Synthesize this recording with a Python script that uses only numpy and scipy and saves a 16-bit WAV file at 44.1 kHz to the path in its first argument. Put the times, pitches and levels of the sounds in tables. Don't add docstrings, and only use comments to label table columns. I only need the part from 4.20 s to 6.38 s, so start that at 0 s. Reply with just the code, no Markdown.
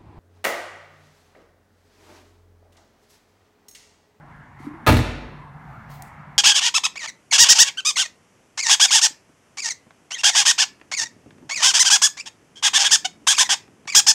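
import sys
import numpy as np
from scipy import signal
from scipy.fft import rfft, irfft
from scipy.io import wavfile

SR = 44100
rng = np.random.default_rng(int(sys.argv[2]) if len(sys.argv) > 2 else 0)


def boost(x):
    u = np.asarray(x, float) / 20
    return 10 ** u


def master(y):
    cut = np.clip(np.atleast_2d(y).T, -1, 1)
    pcm = np.round(cut * 32767)
    wavfile.write(sys.argv[1], SR, pcm.astype(np.int16))


N = 96138

# pitch_hz, level_db (per Hz)
AIR_COLOUR = [(25, -25), (60, -18), (130, -7), (230, -13.5), (420, -31.5), (860, -12), (2000, -21.5),
              (3000, -46), (6000, -52), (16000, -58.5)]
AIR_DB = -46
# time_s, level_db
AIR_SWELL = [(0, 1), (.3, 0.5), (.6, 0.5), (1.2, -.5), (1.6, 2.5), (1.9, .5), (2.18, 0)]
# pitch_hz, width_hz, level_db
DUCTS = [(54.3, 39, -54.5), (2070, 12, -68), (997, 58, -77.5)]
# time_s, pitch_hz, level_db
DRONE = [(0, 140.8, -50.5), (.15, 150, -53.5), (.28, 139.2, -59), (.42, 144.9, -52), (.6, 142, -53),
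         (1.08, 142.8, -46.5), (1.152, 150, -47), (1.269, 150, -45.5), (1.32, 132.7, -45),
         (1.37, 148.9, -45.5), (1.42, 160.6, -52.5), (1.47, 147.6, -46.5), (1.56, 120.5, -50.5),
         (1.64, 166.1, -60), (1.72, 141, -44), (1.88, 141.4, -52), (2.05, 148.8, -48), (2.18, 139, -52)]
BAND_EDGES_HZ = 22 * 2 ** np.arange(0, 9.6, 1 / 3)
# pitch_hz, t60_s (time to fade by 60 dB), echo_db (energy)
ROOM = [(50, 0.79, -9), (150, 1, -2), (390, 0.97, -3.5), (980, 1, -7), (2400, 0.92, -5.5), (4800, .75, -5),
        (8000, 0.52, -5), (14000, 0.31, -14.5)]
ROOM_GAP_S, ROOM_FILL_S = 0.0069, 0.011
RING_SEND_DB, SMALL_SEND_DB = -9, -9
# start_s, attack_s, hold_s, t60_s, level_db
SLEEVE = (.378, .022, .065, .2, -62)
SHOE = (1.682, .022, .05, .35, -53.5)
GRIT = (1.818, .006, .055, .15, -62)
# pitch_hz, level_db (per Hz)
SLEEVE_COLOUR = [(520, 7), (750, -4), (1500, -25), (3000, 5), (6000, -1), (9500, -4), (11000, -4),
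                 (15500, -17)]
SHOE_COLOUR = [(1500, -10), (2800, -1), (4500, -2), (7000, -6), (10500, -10), (13000, -6), (15500, -4)]
GRIT_COLOUR = [(3000, -5), (6000, -3), (10000, -1), (15500, -5)]
# time_s, level_db, low_edge_hz
TICKS = [
    (.4675, -48, 9000),
    (1.8228, -20, 5000),
    (1.8253, -27, 4500),
    (1.8275, -39, 8000),
    (1.8295, -37, 7000),
    (1.8355, -38, 8000),
]
# time_s, level_db, pitch_hz, t60_s
KNOCKS = [
    (0.401, -28, 275, 0.024),
    (0.445, -33, 275, 0.084),
    (0.4667, -23.5, 294, 0.13),
    (.467, -32, 228, 0.14),
    (0.509, -33, 306, 0.081),
    (.538, -34, 329.4, 0.16),
    (.627, -36, 235, 0.18),
]
# time_s, crack_db, ring_db
CONTACTS = [(.6645, -19.5, -29), (.669, -16, -16), (.675, -16, -22.5), (.682, -24, -14),
            (0.689, -15, -12.5), (.695, -23, -20.5), (.701, -33.5, -24), (.712, -29, -23),
            (.722, -20.5, -27), (.740, -26.5, -23), (0.7683, -21, -37), (.790, -30, -27)]
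# pitch_hz, level_db (per Hz)
CRACK_COLOUR = [(300, -2), (1200, -5), (2510, -7), (4100, -13.5), (5000, -20), (9000, -25.5),
                (13000, -23.5), (16000, -28.5)]
CRACK_T60_S = 0.077
# pitch_hz, level_db, t60_s
PANEL_MODES = [(503, -8, .14), (612, -6, .1), (652, -5, .1), (760, -7, .07), (880, -3, .09), (934, -8, .1),
               (1010, -14, .07), (1250, 1, .07), (1385, -10, .07), (1670, -4, .07), (1890, -9, .05),
               (2250, -8, .05), (2770, -10, .05), (3900, -14, .03)]
# time_s, level_db
PUSHES = [
    (.668, -19),
    (.684, -7),
    (.712, -17),
    (.778, -20),
]
# pitch_hz, level_db, t60_s
BOOM_MODES = [(50, -11.5, .9), (66, -10, .6), (86, -5, 1.2), (115, -8, .9), (132, -10, .5), (170, -18, .3),
              (200, -13, .5), (243, -5, .55), (272, -12, .35), (303, -8, .4), (330, -13, .3),
              (356, -14, .25), (427, -16, .2)]
BOOM_TOP_HZ = 514
SETTLE_S, SETTLE_T60_S = .81, .2
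# time_s, level_db, pitch_hz, t60_s
ROCK = (1.055, -36, 65.5, .2)


def rms_one(x):
    return x / np.sqrt(np.mean(x ** 2) + 1e-20)


def at_hz(table, hz, column=1):
    points = np.array(table)
    return np.interp(np.log(hz), np.log(points[:, 0]), points[:, column])


def drift(rate_hz):
    r = np.exp(-80 * np.pi * rate_hz / SR)
    noise = rng.standard_normal(N // 40 + 2002)
    slow = signal.lfilter([1], [1, -2 * r, r * r], noise)[2000:]
    return np.interp(np.arange(N) / 40, np.arange(len(slow)), rms_one(slow))


def filtered(x, edge_hz, kind):
    return signal.sosfilt(signal.butter(2, edge_hz, kind, fs=SR, output="sos"), x)


def coloured(white, colour):
    hz = np.maximum(np.fft.rfftfreq(N, 1 / SR), 10)
    below = np.minimum(hz / colour[0][0], 1) ** 2
    return rms_one(irfft(rfft(white) * boost(at_hz(colour, hz)) * below, N))


def noise_bands():
    white = rng.standard_normal((2, N + 8000))
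    for k, (low, high) in enumerate(zip(BAND_EDGES_HZ, BAND_EDGES_HZ[1:])):
        yield np.sqrt(low * high), filtered(white[k % 2], [low, high], "band")[8000:]


def strike(times_s, level_db, modes, spread_db):
    out = np.zeros(N)
    luck = rng.standard_normal((len(times_s), 32))
    at = (np.array(times_s) * SR).astype(int)
    for k, (hz, mode_db, t60_s) in enumerate(modes):
        clicks = np.full(N, 1e-18)
        clicks[at] = boost(level_db + mode_db + spread_db * luck[:, k]) * np.sign(luck[:, k + 16])
        r = boost(-60 / (t60_s * SR))
        w = 2 * np.pi * hz / SR
        out += signal.lfilter([0, np.sin(w)], [1, -2 * r * np.cos(w), r * r], clicks)
    return out


def ventilation_and_traffic():
    together = drift(3)
    air = 0
    for hz, band in noise_bands():
        air = air + band * boost(at_hz(AIR_COLOUR, hz) + 1.85 * together + 2.8 * drift(2.7))
    out = boost(AIR_DB) * rms_one(air)
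    for hz, width_hz, db in DUCTS:
        r = np.exp(-np.pi * width_hz / SR)
        resonance = [1, -2 * r * np.cos(2 * np.pi * hz / SR), r * r]
        tone = signal.lfilter([1, 0, -1], resonance, rng.standard_normal(N + 8000))[8000:]
        out = out + boost(db + 1.5 * drift(3)) * rms_one(tone)
    return out * boost(np.interp(np.arange(N) / SR, *np.transpose(AIR_SWELL)))


def duct_drone():
    time_s, pitch_hz, level_db = np.transpose(DRONE)
    t = np.arange(N) / SR
    hz = np.interp(t, time_s, pitch_hz) * (1 + 0.026 * drift(14.2))
    level = boost(np.interp(t, time_s, level_db) + 4.3 * drift(36))
    return np.sqrt(2) * level * np.sin(2 * np.pi * np.cumsum(hz) / SR)


def showroom_echo(x):
    t = np.maximum(np.arange(N) / SR - ROOM_GAP_S, 0)
    tail = 0
    for hz, band in noise_bands():
        decay = boost(-60 * t / at_hz(ROOM, hz)) * (1 - np.exp(-t / ROOM_FILL_S))
        decay = decay / np.sqrt(np.sum(decay ** 2))
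        tail = tail + band * decay * boost(at_hz(ROOM, hz, column=2))
    return signal.fftconvolve(x, tail)[:N]


def rub(shape, colour, patchy_db):
    start_s, attack_s, hold_s, t60_s, level_db = shape
    t = np.arange(N) / SR - start_s
    swell = np.clip(t / attack_s, 0, 1) ** 2
    release_db = -60 * np.maximum(t - attack_s - hold_s, 0) / t60_s
    level = swell * boost(level_db + release_db + patchy_db * drift(40))
    return level * coloured(rng.standard_normal(N), colour)


def ticks():
    out = np.zeros(N)
    t = np.arange(200) / SR
    for time_s, level_db, low_edge_hz in TICKS:
        snap = ((t == 0) + .4 * rng.standard_normal(200)) * np.exp(-t / .00025)
        click = filtered(snap, low_edge_hz, "high")
        at = int(time_s * SR)
        out[at:at + len(t)] += boost(level_db) * click / np.abs(click).max()
    return out


def hinges():
    out = np.zeros(N)
    for time_s, level_db, pitch_hz, t60_s in KNOCKS:
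        out += strike([time_s], level_db, [(pitch_hz, 0, t60_s)], spread_db=0)
    return filtered(out, [200, 400], "band")


def slam_crack():
    time_s, crack_db, _ = np.transpose(CONTACTS)
    hits = np.full(N, 1e-18)
    hits[(time_s * SR).astype(int)] += boost(crack_db)
    fade = signal.lfilter([1], [1, -boost(-60 / (CRACK_T60_S * SR))], hits)
    grains = rng.standard_normal(N) * boost(1.5 * rng.exponential(1, N))
    return coloured(grains, CRACK_COLOUR) * fade


def panel_ring():
    time_s, _, ring_db = np.transpose(CONTACTS)
    return strike(time_s, ring_db, PANEL_MODES, spread_db=2.0)


def lid_boom():
    time_s, push_db = np.transpose(PUSHES)
    damp = boost(-60 * np.maximum(np.arange(N) / SR - SETTLE_S, 0) / SETTLE_T60_S)
    lowest = strike(time_s, push_db, BOOM_MODES[:1], spread_db=1.5)
    others = damp * strike(time_s, push_db, BOOM_MODES[1:], spread_db=1.0)
    rock_s, rock_db, rock_hz, rock_t60_s = ROCK
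    rock = strike([rock_s], rock_db, [(rock_hz, 0, rock_t60_s)], spread_db=3.5)
    return filtered(lowest + others + rock, BOOM_TOP_HZ, "low")


def scene():
    sleeve = rub(SLEEVE, SLEEVE_COLOUR, patchy_db=-1.5)
    shoe = rub(SHOE, SHOE_COLOUR, patchy_db=.7) + rub(GRIT, GRIT_COLOUR, patchy_db=1.5)
    small = hinges() + ticks() + sleeve + shoe
    crack = slam_crack()
    ring = panel_ring() + lid_boom()
    echo = showroom_echo(crack + boost(RING_SEND_DB) * ring + boost(SMALL_SEND_DB) * small)
    return (ventilation_and_traffic() + duct_drone() + echo + small + ring + crack)[None]


def low_pass(x):
    return signal.sosfilt(signal.butter(12, 16870, fs=SR, output="sos"), x)


def record(dry):
    x = filtered(dry, 35, "high")
    rounded = .9 * np.tanh(x / .9)
    top_cut = signal.ellip(10, .5, 50, 16100, fs=SR, output="sos")
    return low_pass(signal.sosfilt(top_cut, rounded))


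dry = scene()
out = record(dry)
master(out)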